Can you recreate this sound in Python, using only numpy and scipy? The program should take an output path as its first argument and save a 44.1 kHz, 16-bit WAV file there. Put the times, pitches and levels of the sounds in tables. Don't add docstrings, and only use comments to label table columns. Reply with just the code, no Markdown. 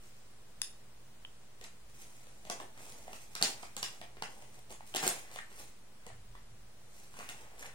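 import sys
import numpy as np
from scipy import signal
from scipy.fft import rfft, irfft
from scipy.io import wavfile
from scipy.ndimage import uniform_filter1d, minimum_filter1d

SR = 44100
rng = np.random.default_rng(int(sys.argv[2]) if len(sys.argv) > 2 else 0)


def voltage_ratio(level):
    return 10 ** (np.asarray(level, float) / 20)


def transcribe(signal):
    frames = np.atleast_2d(signal).T
    limited = np.clip(frames, -1, 1)
    pcm = np.round(limited * 32767).astype(np.int16)
    wavfile.write(sys.argv[1], SR, pcm)


N = 341334
PORT_LAG = 10


def evened(x):
    return x / np.sqrt(np.mean(x ** 2) + 1e-20)


def peaked(x):
    return x / (abs(x).max() + 1e-20)


def read(points, hz):
    f, value = np.transpose(points)
    return np.interp(np.log(hz + 1), np.log(f + 1), value)


def add(mix, s, sound):
    part = mix[round(s * SR):][:len(sound)]
    part += sound[:len(part)]


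def resonate(x, hz, width):
    r = np.exp(-np.pi * width / SR)
    return 2 * signal.lfilter([1 - r], [1, -r * np.exp(2j * np.pi * hz / SR)], x).real


def resonate_twice(x, hz, width):
    return resonate(resonate(x, hz, width), hz, width)


def coloured(x, points):
    hz = np.fft.rfftfreq(x.shape[-1], 1 / SR)
    return evened(irfft(rfft(x) * voltage_ratio(read(points, hz)), x.shape[-1]))


def swells(s, rise_s, fall_s, db):
    step = 32
    fade_db = 20
    t = np.arange(0, N + step, step)[:, None] / SR - s
    gain = voltage_ratio(db - fade_db * np.maximum(-t / np.abs(rise_s), t / np.abs(fall_s)))
    return np.interp(np.arange(N), np.arange(0, N + step, step), np.sqrt((gain ** 2).sum(axis=1)))


# (frequency [Hz], correlation [-1 to 1])
AIR_LIKENESS = [(60, .99), (140, .96), (220, .8), (550, .35), (1650, .06), (4970, -.19), (15000, .19)]
# (frequency [Hz], level [dB per Hz])
HISS = [(150, -12.5), (260, -5.5), (392, -1.5), (582, -3), (877, -5), (1260, -6.5), (2720, -10),
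        (6190, -12), (9500, -12), (12500, -22.5), (15600, -17)]
# (frequency [Hz], level [dB per Hz])
RUMBLE_HUM = [(13, -13.5), (22, -14), (27, -4), (54, 3), (70, -13.5), (112, -4), (129, 3.5), (144, -7.5),
              (157, -23), (183, -6.5), (227, -10), (260, -20.5), (340, -48), (570, -120)]
HISS_DB, RUMBLE_DB = -62.5, -66


def air():
    same = np.clip(read(AIR_LIKENESS, np.fft.rfftfreq(N, 1 / SR)), -1, 1)
    a, b = rfft(rng.standard_normal((2, N)))
    pair = irfft([a, same * a + np.sqrt(1 - same ** 2) * b], N)
    return voltage_ratio(HISS_DB) * coloured(pair, HISS) + voltage_ratio(RUMBLE_DB) * coloured(pair, RUMBLE_HUM)


# (time [s], rise [s], fall [s], level [dB])
COUNTER_SWAYS = [
    (6.32, 0.29, 0.32, -55.5),
    (6.56, 0.055, 0.27, -62.5),
]
# (time [s], fall [s], level [dB])
COUNTER_KNOCKS = [
    (6.132, 0.3, -53),
    (6.442, .04, -60),
    (6.515, 0.39, -58),
]
KNOCK_RISE_S = 0.04


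def bump():
    s, fall_s, db = np.transpose(COUNTER_KNOCKS)
    sway = swells(*np.transpose(COUNTER_SWAYS))
    knock = swells(s, KNOCK_RISE_S, fall_s, db)
    a, b = rng.standard_normal((2, N))
    deep = evened(resonate(resonate(a, 36, 24), 33, 24))
    boxy = evened(resonate(resonate(b, 113.0, 23), 105.0, 25))
    return sway * deep + knock * boxy


# (frequency [Hz], t60 [s])
KITCHEN_DECAY = [(200, 0.23), (700, 0.25), (2000, 0.35), (5000, 0.28), (10000, 0.27), (16000, 0.19)]
# (frequency [Hz], level [dB])
KITCHEN_COLOUR = [(200, 0.5), (1000, 2.5), (3000, 4), (9500, 6.5), (11500, 5), (14000, -5), (16000, 9)]
# (delay [s], level [dB])
NEAR_SURFACES = [(.0007, -12), (.0017, -13), (.0028, -17), (.0041, -19), (.0098, -11), (.0114, -13),
                 (.0150, -14), (.0228, -13)]
BUILD_S, KITCHEN_DB = .011, 2.5


def echoes():
    t = np.arange(SR // 2) / SR
    taps = rng.standard_normal((2, len(t)))
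    taps *= abs(taps) / np.sqrt(3)
    taps *= (1 - np.exp(-(t / BUILD_S) ** 2)) * voltage_ratio(KITCHEN_DB) / np.sqrt(SR / 38)
    for (delay, db), (skew, sign) in zip(NEAR_SURFACES, rng.uniform(-0.43, 1, (len(NEAR_SURFACES), 2))):
        left = round(delay * SR)
        right = round(delay * SR + PORT_LAG * (skew + .5))
        taps[[0, 1], [left, right]] += voltage_ratio(db) * np.sign(sign)
    hz, frames, z = signal.stft(taps, SR, nperseg=128)
    z = z * voltage_ratio(read(KITCHEN_COLOUR, hz)[:, None] - 60 * frames / read(KITCHEN_DECAY, hz)[:, None])
    return signal.istft(z, SR, nperseg=128)[1]


def kitchen(x, patterns):
    turn = 2 * np.pi * 1.3 * np.arange(N) / SR
    wet = 0
    for share, taps in zip((np.cos(turn), np.sin(turn)), patterns):
        wet = wet + signal.fftconvolve((x * share)[None], taps, axes=1)[:, :N]
    return wet


def wood(modes, s, db, again_s, again_db):
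    t, out = np.arange(2000) / SR, np.zeros(N)
    ring = peaked(sum(voltage_ratio(d - 60 * t / t60) * np.sin(2 * np.pi * hz * t) for hz, d, t60 in modes))
    small = signal.butter(4, 1150, "high", fs=SR, output="sos")
    ring = signal.sosfilt(small, ring)
    add(out, s, voltage_ratio(db) * ring)
    add(out, s + again_s, voltage_ratio(db + again_db) * ring)
    return out


# (frequency [Hz], level [dB], t60 [s])
SPOON_MODES = [(1510, 3, 0.0064), (2600, -10, 0.004), (3780, 14, 0.0069), (3350, 1, 0.006),
               (5170, 5, 0.0079), (5210, 20, 0.009), (6500, 15, 0.0026), (6820, 18.5, 0.0052),
               (8200, 18, 0.0031), (9650, 18.5, 0.0086), (9600, 4, 0.0071), (11300, -14, 0.0033),
               (12800, 11, .005), (14800, -24, .004)]
# (frequency [Hz], level [dB], t60 [s])
LID_MODES = [(990, -2, 0.0039), (1990, -8, 0.0016), (3060, 5, 0.022), (3520, -7, 0.006)]


def spoon():
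    landing = wood(SPOON_MODES, .6174, -11.5, again_s=.0011, again_db=-4)
    tick = wood(LID_MODES, 1.2486, -35.5, again_s=0.00117, again_db=8.0)
    return landing, uniform_filter1d(tick, size=7)


def grains(per_s, spread_db, clump_db):
    clumps = evened(uniform_filter1d(rng.standard_normal(N), size=900))
    size_db = spread_db * np.minimum(rng.exponential(1, N), 4) + clump_db * clumps
    size = voltage_ratio(size_db) * rng.standard_normal(N)
    return size * (rng.random(N) < per_s / SR)


# (frequency [Hz], level [dB per Hz])
PAPER_TONE = [(1470, -5), (2500, 2), (2850, -4), (4000, -4), (4670, -5.5), (5800, -0.5), (9210, -1.5),
              (11500, -6.5), (15800, -7)]
# (frequency [Hz], level [dB per Hz])
BEAN_TONE = [(120, -26), (200, -8.5), (659, -3), (726, -5.5), (807, -1.5), (1200, -13.5), (1560, -27),
             (2640, -120)]
# (frequency [Hz], level [dB per Hz])
SCRAPE_TONE = [(400, -14), (750, -2), (1200, -1), (1900, 0), (2700, -4), (4000, -14), (7000, -35)]
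# (time [s], fall [s], paper level [dB], bean level [dB])
BAG_SQUEEZES = [(1.655, 0.027, -53, -64), (2.508, 0.11, -55, -40), (2.608, 0.088, -52, -43),
                (3.081, .08, -68, -49.5), (3.36, 0.02, -65, -72), (3.433, 0.099, -40, -34.5),
                (3.78, 0.047, -58, -49.5), (3.831, 0.011, -38, -66), (4.02, 0.23, -78, -56.5),
                (4.71, 0.034, -46, -43), (4.962, 0.039, -34, -40), (5.035, 0.19, -38.5, -40.5),
                (5.09, 0.048, -39, -43), (6.07, 0.038, -69, -49), (7.3, 0.06, -48.5, -54)]
# (time [s], rise [s], fall [s], paper level [dB], bean level [dB])
BAG_TURNS = [(.05, 0.35, 0.44, -61.5, -83), (2.0, 0.15, 0.47, -55, -67), (2.46, 0.4, 0.12, -63, -66),
             (2.8, 0.091, 1, -54, -57), (3.12, 0.34, 0.27, -55, -83), (3.63, 0.5, 0.19, -56, -62),
             (3.89, 0.028, 0.19, -51.5, -57), (4.29, 0.018, 0.34, -57, -56), (4.59, 0.2, 0.054, -57.5, -60),
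             (4.87, 0.046, 0.24, -55, -66), (5.0, 0.038, 0.14, -37, -44.5), (5.14, .05, 0.11, -53, -53),
             (5.34, 0.062, 0.065, -49, -58), (5.6, 0.15, 0.12, -49.5, -53.5),
             (6.97, 0.17, 0.35, -58, -69.5), (7.2, 0.15, 0.13, -51.5, -58), (7.4, 0.61, 0.4, -60, -58.5),
             (7.66, 0.12, 0.067, -50.5, -51), (7.61, .05, .06, -55.5, -67)]
# (time [s], rise and fall [s], level [dB])
FINGER_SLIPS = [(.04, 0.062, -72), (1.65, 0.069, -58), (2.8, 0.11, -57), (3.08, .04, -58),
                (3.362, 0.013, -35), (3.43, 0.036, -33.5), (3.62, .12, -56), (3.83, 0.0082, -31),
                (4.26, 0.085, -70), (4.97, 0.051, -47), (5.07, 0.081, -39), (5.3, 0.29, -55),
                (5.392, 0.011, -38), (6.07, 0.14, -59.5), (7.21, 0.058, -47), (7.29, 0.22, -53),
                (7.42, 0.27, -57.5), (7.65, 0.15, -51.5)]
SQUEEZE_RISE_S, SCRAPE_DB = 0.017, -6


def rustle():
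    moves = BAG_TURNS + [(s, SQUEEZE_RISE_S, *rest) for s, *rest in BAG_SQUEEZES]
    s, rise_s, fall_s, paper_db, beans_db = np.transpose(moves)
    paper = voltage_ratio(-3.0) * swells(s, rise_s, fall_s, paper_db)
    beans = voltage_ratio(-4.5) * swells(s, rise_s, fall_s, beans_db)
    s, slip_s, slip_db = np.transpose(FINGER_SLIPS)
    slip = voltage_ratio(SCRAPE_DB) * swells(s, slip_s, slip_s, slip_db)
    crackle = paper * coloured(grains(2600, spread_db=0.7, clump_db=3.0), PAPER_TONE)
    scrape = slip * coloured(grains(3000, spread_db=1.0, clump_db=1.5), SCRAPE_TONE)
    knocking = beans * coloured(grains(1100, spread_db=1.5, clump_db=1.0), BEAN_TONE)
    return crackle + scrape + knocking


# (time [s], length [s], level [dB], pitch [Hz], bright edge [dB])
SEAM_TEARS = [(1.61, .011, -55, 7500, -12), (1.6398, 0.0084, -53, 4500, -15), (1.644, .012, -52, 2000, -25),
              (2.6, .006, -40.5, 950, -28), (3.131, 0.0037, -51, 2380, -15),
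              (3.352, .004, -40.5, 6000, -11), (3.631, .006, -49.5, 1090, -25),
              (3.414, .006, -46, 6000, -4), (3.43, 0.0046, -31, 7500, -12), (3.768, .02, -49, 2200, -30),
              (3.829, .004, -34.5, 4500, -12), (3.839, .02, -43.5, 2100, -30),
              (4.2234, .004, -42, 4240, -25), (4.704, .005, -52, 3000, -15),
              (4.236, 0.0097, -42.5, 2220, -27), (4.96, 0.0055, -42, 8000, -6),
              (4.964, .004, -36, 7400, -8), (5.0655, 0.0055, -36, 8500, -5),
              (5.0768, 0.0042, -23.5, 7400, -10), (5.087, .009, -31.5, 9100, -10),
              (7.19, 0.0043, -51, 6000, -15), (7.167, .006, -56.5, 890, -25),
              (7.198, 0.0043, -44, 1790, -25), (7.206, .005, -50, 1000, -25), (7.29, .004, -45, 3000, -12),
              (7.295, .004, -44, 1890, -15), (7.306, .007, -56, 2200, -20), (7.58, .004, -56, 2300, -20),
              (7.625, 0.0077, -46, 1690, -25), (7.633, .006, -52, 2500, -23),
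              (7.656, 0.0065, -45.5, 2000, -25), (7.662, .004, -48, 7400, -15),
              (7.696, .005, -55, 1740, -25)]
TEAR_SPREAD = 0.67
BRIGHT_HZ = 12700


def tears():
    t, out = np.arange(1000) / SR, np.zeros(N)
    grits = rng.standard_normal((len(SEAM_TEARS), 1000))
    for (s, length, db, hz, edge_db), grit in zip(SEAM_TEARS, grits):
        burst = grit * abs(grit[::-1]) * np.sin(np.pi * np.clip(t / length, 0, 1) ** .5)
        body = resonate_twice(burst, hz, TEAR_SPREAD * hz)
        edge = resonate_twice(burst, BRIGHT_HZ, 5000)
        add(out, s, voltage_ratio(db + 8.5) * (peaked(body) + voltage_ratio(edge_db) * peaked(edge)))
    return out


# (time [s], level [dB], pitch [Hz], t60 [s])
FOIL_PINGS = [(1.6408, -57, 4140, 0.0035), (2.4993, -35, 850, 0.022), (2.6015, -36, 910, 0.0093),
              (3.0795, -40, 774, 0.017), (3.133, -39, 805, 0.013), (2.612, -45, 840, 0.014),
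              (2.625, -41, 756, .015), (3.4142, -34, 790, 0.0087), (3.4253, -9.5, 4230, 0.0036),
              (3.4348, -22, 4740, 0.0027), (3.4472, -24, 5430, 0.0043), (3.829, -33, 3940, 0.0024),
              (4.1686, -54, 696, .01), (4.2226, -23, 880, 0.0075), (4.2227, -29.5, 4050, 0.0057),
              (4.2238, -36, 2400, 0.0031), (4.2395, -49, 2330, 0.009), (4.7045, -53, 366, 0.086),
              (4.8066, -32.5, 840, 0.0094), (4.9406, -37, 3070, 0.015), (4.9484, -25, 700, 0.0096),
              (4.9603, -36, 790, 0.011), (4.9605, -26.5, 3100, 0.01), (5.0305, -37, 600, 0.0083),
              (5.0375, -29, 810, 0.0063), (5.066, -34, 4450, 0.01), (5.067, -25, 595, 0.0063),
              (5.0685, -36, 8100, 0.0046), (5.3597, -50, 850, 0.011), (5.388, -29.5, 1830, 0.0084),
              (6.066, -44, 1000, 0.012), (6.351, -37, 940, 0.007), (7.1895, -42, 610, 0.016),
              (7.199, -30, 1310, 0.0038), (7.228, -34, 1400, .004), (7.29, -33, 3140, 0.0047),
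              (7.298, -37, 1830, 0.0065), (7.31, -44, 990, .008), (7.65, -46, 1200, 0.0065),
              (7.694, -40, 1740, .006)]
PING_RISE_CYCLES = 1.8


def pings():
    t, out = np.arange(3000) / SR, np.zeros(N)
    for s, db, hz, t60 in FOIL_PINGS:
        swing = voltage_ratio(db - 60 * t / t60) * np.minimum(t * hz / PING_RISE_CYCLES, 1)
        add(out, s, swing * np.sin(2 * np.pi * hz * t) * 2)
    return out


# (frequency [Hz], width [Hz], level [dB])
WALL_MODES = [(147, 150, -30), (209, 84, -3.5), (380, 61, -18), (690, 120, 0.5), (1210, 1600, -13),
              (1780, 810, -7)]
# (time [s], snap level [dB], snap pitch [Hz], fizz over snap [dB], thud over snap [dB])
SHARP_CREASES = [(1.6402, -53.5, 4100, 6, -2.5), (2.499, -32.5, 5130, -9.5, -5.5), (2.6, -46, 2900, -10, 0),
                 (3.131, -44.5, 2440, -11, -7), (3.3517, -32, 4240, -22, -18), (3.4134, -45.5, 4120, 8, 9),
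                 (3.4248, -19.5, 4180, -6, -18), (3.629, -48, 3820, -15, -0.5),
                 (3.7659, -38.5, 4020, 3.5, -4), (3.8286, -27, 3600, -15, -15),
                 (4.0138, -42, 3030, -39, -4.5), (4.2222, -38, 3600, -8.5, -1.5),
                 (4.94, -44, 3050, -10, -6), (4.9479, -36, 3120, 1, 0), (4.9601, -42.5, 3140, 12.5, -11),
                 (4.9672, -26.5, 3000, -17, -16.5), (5.0278, -44.5, 3000, -10, 6.5),
                 (5.0371, -36.5, 4300, 0, 3.5), (5.0765, -34, 3880, 4.5, -5), (5.0914, -55, 4640, -3, -19),
                 (5.3594, -46, 3340, -3, 0), (5.3872, -54, 3130, 5, -24), (7.2893, -40, 2820, -7, -10),
                 (7.2974, -46, 2600, -2, -5)]
# (time [s], snap level [dB], thud over snap [dB], panel pitch [Hz])
DULL_DENTS = [(1.6122, -57, 4, 367), (2.2063, -83.5, 18, 307), (2.2685, -60, -1.5, 703),
              (2.451, -54.5, 1.5, 610), (2.4704, -63, 9, 586), (2.776, -61, 4.5, 590),
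              (2.8644, -55.5, -2, 720), (2.9216, -51, -10, 571), (3.0799, -64.5, 12.5, 590),
              (4.1684, -71, 18, 590), (4.4221, -57, 0, 557), (4.696, -61, -6, 301), (4.7046, -56, -3, 375),
              (4.7245, -50.5, -10, 794), (4.806, -68, 12, 800), (5.0663, -40.5, 7.5, 400),
              (5.146, -54.5, 4, 353), (5.3138, -53, -4, 830), (5.516, -65, 8.5, 616),
              (6.0652, -51, -4, 354), (6.099, -63.5, 8, 834), (6.352, -65.5, 9.5, 895),
              (7.1399, -62.5, 8.5, 784), (7.1889, -49, 1.5, 724), (7.2045, -63, 6, 890),
              (7.2284, -65, 11, 650), (7.6589, -67, 7, 610)]
CRACK_PANEL_HZ, DENT_HZ, DENT_FIZZ_DB = 836, 3340, 2
FIZZ_HZ, FIZZ_WIDTH, SNAP_WIDTH = 7040, 4340, 3700
BURST_S, FOLD_THINNING = .00055, .55


def snaps():
    t, out = np.arange(1500) / SR, np.zeros(N)
    creases = [(*row, CRACK_PANEL_HZ) for row in SHARP_CREASES]
    creases += [(s, db, DENT_HZ, DENT_FIZZ_DB, thud_db, hz) for s, db, thud_db, hz in DULL_DENTS]
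    grits = rng.standard_normal((len(creases), 1500))
    for (s, db, hz, fizz_db, thud_db, thud_hz), grit in zip(creases, grits):
        burst = grit * (t / BURST_S) * np.exp(-t / BURST_S)
        burst[12] += 5.5
        thinned = burst - FOLD_THINNING * np.roll(burst, shift=1)
        snap = resonate_twice(thinned, hz, SNAP_WIDTH)
        fizz = resonate_twice(burst, FIZZ_HZ, FIZZ_WIDTH)
        push = grit[::-1] * np.exp(-t / 0.004)
        push[20] += 3.0
        panel = [(thud_hz, 0.99 * thud_hz, 0)]
        thud = sum(voltage_ratio(d) * resonate(resonate(push, f, w), f, 2 * w) for f, w, d in WALL_MODES + panel)
        crease = peaked(snap) + voltage_ratio(fizz_db) * peaked(fizz) + voltage_ratio(thud_db) * peaked(thud)
        add(out, s + .0004, voltage_ratio(db + 10.5) * crease)
    return out


# (time [s], left over right [dB])
BAG_BALANCE = [
    (1.6, -1.5),
    (2.5, -.4),
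    (3.35, -2.5),
    (3.45, -2.5),
    (3.85, -3),
    (4.25, -.6),
    (5.0, -.3),
    (7.3, -0.5),
]
SMALL_HZ = 145
CREASE_ROOM_DB, PING_ROOM_DB, RUSTLE_ROOM_DB, TEAR_ROOM_DB = -1.5, -8, -5, -10


def scene():
    small = signal.butter(2, SMALL_HZ, "high", fs=SR, output="sos")
    creases, foil, handling = signal.sosfilt(small, [snaps(), pings(), rustle()])
    patterns = echoes(), echoes()
    background = bump() + air()
    seams = tears()
    landing, tick = spoon()
    bag = creases + foil + handling + seams
    side = voltage_ratio(np.interp(np.arange(N) / SR, *np.transpose(BAG_BALANCE)) / 2)
    taps = landing * voltage_ratio([[2.2], [-2.2]]) + tick * voltage_ratio([[-1.5], [1.5]])
    left = bag * side + taps[0]
    right = np.roll(bag / side, PORT_LAG) + np.roll(taps[1], PORT_LAG // 2)
    wet = voltage_ratio(CREASE_ROOM_DB) * creases + voltage_ratio(PING_ROOM_DB) * foil
    wet = wet + voltage_ratio(RUSTLE_ROOM_DB) * handling + voltage_ratio(TEAR_ROOM_DB) * seams
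    wet = wet + voltage_ratio(-10.0) * landing + voltage_ratio(-17.0) * tick
    return np.array([left, right]) + kitchen(wet, patterns) + background


# (frequency [Hz], threshold [standard deviations])
BAND_RARITY = [(1200, 6), (2500, 2.4), (4000, 1.6), (7500, 1.5), (9500, 1.1), (11500, .6), (16000, .9)]
DROP_BANDS_PER_OCTAVE, DROP_HOLD = 17, 4
GATE_DEPTH_DB, GATE_ATTACK_DB = -45, 7


def gate(x):
    hz, frames, z = signal.stft(x, SR, nperseg=1024, noverlap=768)
    band = (DROP_BANDS_PER_OCTAVE * np.log2(hz + 1)).astype(int)
    chance = rng.standard_normal((len(frames) // DROP_HOLD + 1, band.max() + 1))
    chance = evened(uniform_filter1d(chance, size=3, axis=0))
    chance = chance[np.arange(len(frames)) // DROP_HOLD][:, band].T
    shut = chance > read(BAND_RARITY, hz)[:, None]
    treble_db = 10 * np.log10((abs(z[:, hz > 2000]) ** 2).sum(axis=(0, 1)) + 1e-20)
    jump_db = np.roll(treble_db, -2) - np.roll(treble_db, 2)
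    steady = minimum_filter1d(1. * (jump_db < GATE_ATTACK_DB), size=7)
    return signal.istft(z * voltage_ratio(GATE_DEPTH_DB * shut * steady), SR, nperseg=1024, noverlap=768)[1][:, :N]


MASK_HZ, MASK_FALL_DB, MASK_DEPTH_DB = 11200, 9, -40


def mask(x):
    hz, frames, z = signal.stft(x, SR, nperseg=128, noverlap=96)
    level_db = 10 * np.log10((abs(z[:, hz > 3000]) ** 2).sum(axis=(0, 1)) + 1e-20)
    before_db = -minimum_filter1d(-np.roll(level_db, 8), size=9)
    sudden = before_db - np.roll(level_db, 22) > 22
    shut = sudden * (before_db - level_db > MASK_FALL_DB) * (hz > MASK_HZ)[:, None]
    return signal.istft(z * voltage_ratio(MASK_DEPTH_DB * shut), SR, nperseg=128, noverlap=96)[1][:, :N]


def top_cut(x):
    return signal.sosfilt(signal.butter(12, 16790, fs=SR, output="sos"), x)


EDGE_HZ, OFFSET = 15930, .00294


def record(dry):
    edge = signal.firwin(1023, EDGE_HZ, window=("kaiser", 8), fs=SR)
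    limited = signal.oaconvolve(mask(gate(dry)), edge[None], "same")
    return top_cut(limited + OFFSET)


dry = scene()
out = record(dry)
transcribe(out)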